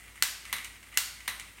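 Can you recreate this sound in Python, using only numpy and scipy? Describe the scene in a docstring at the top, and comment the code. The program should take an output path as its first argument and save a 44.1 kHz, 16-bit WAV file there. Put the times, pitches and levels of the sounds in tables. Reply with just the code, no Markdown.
"""Gears whirr and loose parts tick over a low hum and the hiss of a room: a small plastic toy robot
is crawling over a wooden floor, a couple of metres away. Its motor-driven leg snaps over with a
sharp clack, then its body drops back with a duller one and rattles. This happens twice.
The whirr comes from gear teeth knocking together and swells as the motor works harder.
Each clack is plastic hitting, rattling and ringing briefly, and the room echoes it."""
import sys
import numpy as np
from scipy import signal
from scipy.fft import rfft, irfft
from scipy.io import wavfile
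from scipy.ndimage import uniform_filter1d

SR = 44100
rng = np.random.default_rng(int(sys.argv[2]) if len(sys.argv) > 2 else 0)


def transcribe(signal):
    """Save signal, clipped to [-1, 1], as a 16-bit WAV file at the path in sys.argv[1]."""
    frames = np.atleast_2d(signal).T
    limited = np.clip(frames, -1, 1)
    pcm = np.round(limited * 32767).astype(np.int16)
    wavfile.write(sys.argv[1], SR, pcm)


N = 70560


def gain(db):
    """Turn decibels into a number to multiply by."""
    return 10 ** (np.asarray(db) / 20)


def unit_energy(x):
    """Scale a sound to an energy of one."""
    return x / np.sqrt(np.sum(x ** 2))


def set_level(x, db):
    """Scale a sound to an average (rms) level."""
    return x / np.std(x) * gain(db)


def read_curve(points, hz):
    """Read between (pitch_hz, value) points, giving each octave equal space."""
    pitches, values = np.array(points, float).T
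    return np.interp(np.log(np.maximum(hz, 1)), np.log(pitches), values)


def convolve(x, response):
    """Pass a sound through a filter or room, given its response to one click."""
    return signal.fftconvolve(x, response)[:N]


def colour(x, points, tilt_db=0, size=2048):
    """Shape the tone with (pitch_hz, level_db) points, adding tilt_db per octave above 1000 Hz."""
    hz = np.maximum(np.fft.rfftfreq(size, 1 / SR), 1)
    curve_db = read_curve(points, hz) + tilt_db * np.log2(np.maximum(hz, 1000) / 1000)
    cepstrum = irfft(np.log(gain(curve_db)))
    # fold it in half so the filter never sounds before its input
    cepstrum[1:size // 2] *= 2
    cepstrum[size // 2 + 1:] = 0
    return convolve(x, irfft(np.exp(rfft(cepstrum))))


def wander(rate_hz):
    """A smooth random drift with a spread of one."""
    hold = int(SR / rate_hz)
    steps = np.repeat(rng.standard_normal(N // hold + 1), hold)
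    drift = uniform_filter1d(steps, hold)[:N]
    return (drift - drift.mean()) / drift.std()


def gears():
    """Gear teeth knock unevenly, rasping and making the gearbox whirr, louder under load."""
    # how the motor's load lifts or lowers the whirr: time_s, level_db
    motor_load = [(0, 10.5), (0.118, -9.5), (.18, 6.5), (.3, 0), (.41, 0), (.47, 9.5), (.56, 15.5),
                  (.68, 3), (0.799, -15), (.89, -4), (.95, 15.5), (1.1, -2), (1.25, 2), (1.35, 6),
                  (1.54, -9), (1.6, -5.5)]
    # tone of the rasping teeth: pitch_hz, level_db
    rasp_tone = [(200, -15.5), (600, -15.5), (1000, -11), (1600, -7), (2100, -7), (2500, -7), (3050, -8.5),
                 (3500, -14), (5200, -22), (7500, -15.5), (8900, -10), (10500, -19), (15800, -26)]
    teeth_per_s, scatter_db, flutter_db = 1500, 4, 2.18
    whirr_band_hz, rasp_load_share = [1838, 2218], 0.33
    teeth = (rng.random(N) < teeth_per_s / SR) * rng.choice([-1, 1], N)
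    teeth = teeth * gain(scatter_db * rng.standard_normal(N))
    load_db = np.interp(np.arange(N) / SR, *np.array(motor_load).T)
    rasp = set_level(colour(teeth, rasp_tone), db=-58) * gain(rasp_load_share * load_db)
    gearbox = signal.butter(2, whirr_band_hz, "band", fs=SR, output="sos")
    whirr = set_level(signal.sosfilt(gearbox, teeth), db=-66) * gain(load_db)
    return (rasp + whirr) * gain(flutter_db * wander(rate_hz=60.16))


def hum_and_hiss():
    """A wavering low hum and the steady hiss of the room."""
    # notes of the hum: pitch_hz, level_db
    hum_notes = [(55, -60), (91.5, -69)]
    # tone of the hiss: pitch_hz, level_db
    hiss_tone = [(25, -36), (40, -2), (60, 3.5), (100, 4.5), (150, -2), (250, -2), (600, -11.5),
                 (1500, -12.5), (5000, -12.5), (15800, -16)]
    waver_db, drift_rad = .7, .25
    t, hum = np.arange(N) / SR, np.zeros(N)
    for hz, db in hum_notes:
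        note = np.sin(2 * np.pi * hz * t + drift_rad * wander(rate_hz=5))
        hum += set_level(note, db) * gain(waver_db * wander(rate_hz=8.1))
    return hum + set_level(colour(rng.standard_normal(N), hiss_tone), db=-58.5)


def ringing(notes, hit_number, t):
    """A struck part rings with several notes, each falling 60 dB in its fade_s."""
    ring = np.zeros(len(t))
    for hz, fade_s, *levels_db in notes:
        note = np.sin(2 * np.pi * (hz * t + rng.random())) * np.exp(-np.log(1000) * t / fade_s)
        ring += gain(levels_db[hit_number % len(levels_db)]) * unit_energy(note)
    return ring


def plastic_hits(hits, tone, notes, ring_db):
    """Plastic chatters, rattles and rings. Returns the direct sound and a smoother one for the room."""
    attack_ms, rattle_s, ring_in_room_db = 0.19, 0.015, -5.5
    t, paths = np.arange(N // 4) / SR, np.zeros((2, N))
    ms, length = t * 1000, len(t)
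    for hit_number, (start_s, level_db, tilt_db, contact_ms, rattle_db) in enumerate(hits):
        chatter, joint_noise = rng.standard_normal((2, length))
        touch = (1 - np.exp(-(ms / attack_ms) ** 2)) * np.exp(-(ms / (2 * contact_ms)) ** 2)
        # make all pitches in the burst equally strong
        even_burst = irfft(np.exp(1j * np.angle(rfft(chatter * touch))), length)
        contact = unit_energy(even_burst * touch)
        rattle = gain(rattle_db) * unit_energy(joint_noise * np.exp(-t / rattle_s))
        ring = ringing(notes, hit_number, t) * (1 - np.exp(-ms / contact_ms))
        ring = gain(ring_db) * unit_energy(ring)
        start = int(start_s * SR)
        # the room gets the sum of all directions, so one clean click stands in for the chatter
        pushes = contact + rattle, signal.unit_impulse(length)
        for path, push, ring_share in zip(paths, pushes, (1, gain(ring_in_room_db))):
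            knock = unit_energy(colour(push, tone, tilt_db)[:length])
            hit = gain(level_db) * (knock + ring_share * ring)
            path[start:start + length] += hit[:N - start]
    return paths


def loose_ticks():
    """Loose parts and gear teeth tick softly and ring the gearbox."""
    # each tick: start_s, level_db, treble_db_per_octave, contact_ms
    ticks = [(.0725, -30, -5.5, 3.5), (.0795, -26.5, -3, 2.5), (.158, -38, -6, 5), (.177, -28.5, -4, 4.6),
             (.4526, -18, -1.5, 1.7), (0.5655, -16.5, 2.5, 1.7), (.5838, -15, -1, 1.4),
             (.6455, -13, 2.5, 2.5), (.7555, -26, -4, 5), (.828, -25.5, -1, 5), (.925, -23.5, -4.5, 7.8),
             (.9435, -25, 0.5, 4.5), (1.2044, -23, -1, 2.3), (1.257, -25, -3, 2.9), (1.2975, -17, 5, 2.3),
             (1.3967, -13.5, 1, 2.6), (1.583, -25.5, -6.5, 2.8)]
    # tone of a tick: pitch_hz, level_db
    tick_tone = [(100, -19), (600, -25), (1200, -0.5), (1700, -7), (2100, 7), (2800, 0.5), (4000, -7),
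                 (5200, -10), (7500, -6.5), (9000, -5), (10500, -15), (14500, -17), (16000, -22)]
    # ringing of the gearbox: pitch_hz, fade_s, level_db
    gearbox_notes = [(1906, 0.021, -1.5), (2098, 0.044, -4.5), (2540, .03, -5), (2917, 0.033, -0.5)]
    rattle_db = -4
    hits = [(*tick, rattle_db) for tick in ticks]
    return plastic_hits(hits, tick_tone, gearbox_notes, ring_db=-7.5)


def leg_snaps():
    """Once a turn the leg snaps over with a sharp clack, struck at a different spot each time."""
    # each snap: start_s, level_db, treble_db_per_octave, contact_ms, rattle_db
    snaps = [(.2235, 6, -0.53, 1.7, -16), (.9731, 6, 0.27, 1.8, -8.5)]
    # tone of a snap: pitch_hz, level_db
    snap_tone = [(100, -24), (450, -21), (800, -11.5), (1400, -2.5), (2700, -0.5), (3600, -1.5), (4400, 0),
                 (5400, -2), (7000, -1.5), (9200, -1), (10400, -8), (12200, -3.5), (14500, -5.5),
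                 (15300, -8.5), (17000, -7.5)]
    # ringing of the leg: pitch_hz, fade_s, first_hit_db, second_hit_db
    leg_notes = [(1480, .02, -3, -7), (2020, .1, -9, -9), (2690, .02, -10, 1), (4330, .01, 7, -8),
                 (4520, .009, -2, 0), (6080, .014, 1, -8), (6750, .018, -3, -4), (8020, .05, -9, -7),
                 (12300, .01, -2, -8)]
    return plastic_hits(snaps, snap_tone, leg_notes, ring_db=-7)


def body_drops():
    """The body falls back onto the floor with a duller clack, and its joints rattle."""
    # each drop: start_s, level_db, treble_db_per_octave, contact_ms, rattle_db
    drops = [(.5275, -1.5, -1, 1.28, -3), (1.2777, -2.5, -1.5, 3.5, -1)]
    # tone of a drop: pitch_hz, level_db
    drop_tone = [(100, -16), (500, -17), (720, -14), (1100, -3.5), (1500, -4), (2000, -1), (3000, -3.5),
                 (3900, -1), (5000, -10), (6200, -7.5), (7800, -14.5), (9000, -0.5), (10300, -12.5),
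                 (11500, -6), (14500, -8.5), (15500, -13), (17000, -14)]
    # ringing of the body: pitch_hz, fade_s, first_hit_db, second_hit_db
    body_notes = [(990, .05, -15, -7), (1910, .12, -8, -2), (2015, .16, -1, -5), (2150, .1, -8, -10),
                  (3850, .008, -2, 2), (9050, .011, 1, -9), (11050, .035, -20, -5)]
    return plastic_hits(drops, drop_tone, body_notes, ring_db=-5.5)


def room_echo(x, bands=14):
    """Sound bounces off floor and furniture, then blurs into a tail whose treble dies first."""
    # time the echo takes to fall 60 dB: pitch_hz, fade_s
    fade_times = [(200, 0.8), (1000, 0.63), (2200, 0.53), (4500, 0.61), (8000, 0.48), (12000, 0.45),
                  (16000, 0.29)]
    tail_db, early_db, build_up_s, early_fade_s = -3.5, -8.5, 0.0038, 0.011
    t, hz = np.arange(N) / SR, np.fft.rfftfreq(N, 1 / SR)
    noise_spectrum, tail = rfft(rng.standard_normal(N)), np.zeros(N)
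    edges_hz = np.linspace(0, np.sqrt(SR / 2), bands + 1) ** 2
    for low, high in zip(edges_hz, edges_hz[1:]):
        band = irfft(noise_spectrum * ((hz >= low) & (hz < high)), N)
        tail += band * np.exp(-np.log(1000) * t / read_curve(fade_times, (low + high) / 2))
    build_up = 1 - np.exp(-(t / build_up_s) ** 2)
    early = rng.standard_normal(N) ** 3 * np.exp(-t / early_fade_s)  # cubing makes it spiky
    early = gain(early_db) * unit_energy(early * build_up)
    tail = gain(tail_db) * unit_energy(tail * build_up)
    return convolve(x, early + tail)


def scene():
    """The toy's thin direct sound, its fuller echo, and the hum and hiss."""
    direct, into_room = leg_snaps() + body_drops() + loose_ticks() + gears()
    bass_cut = signal.butter(2, 754, "high", fs=SR, output="sos")
    return (signal.sosfilt(bass_cut, direct) + room_echo(into_room) + hum_and_hiss())[None]


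def record(dry):
    """Cut the deepest rumble and the highest treble."""
    lowest_hz, highest_hz = 33.7, 15850
    dry = signal.sosfilt(signal.butter(4, lowest_hz, "high", fs=SR, output="sos"), dry)
    return signal.sosfilt(signal.ellip(10, .2, 70, highest_hz, fs=SR, output="sos"), dry)


dry = scene()
out = record(dry)
transcribe(out)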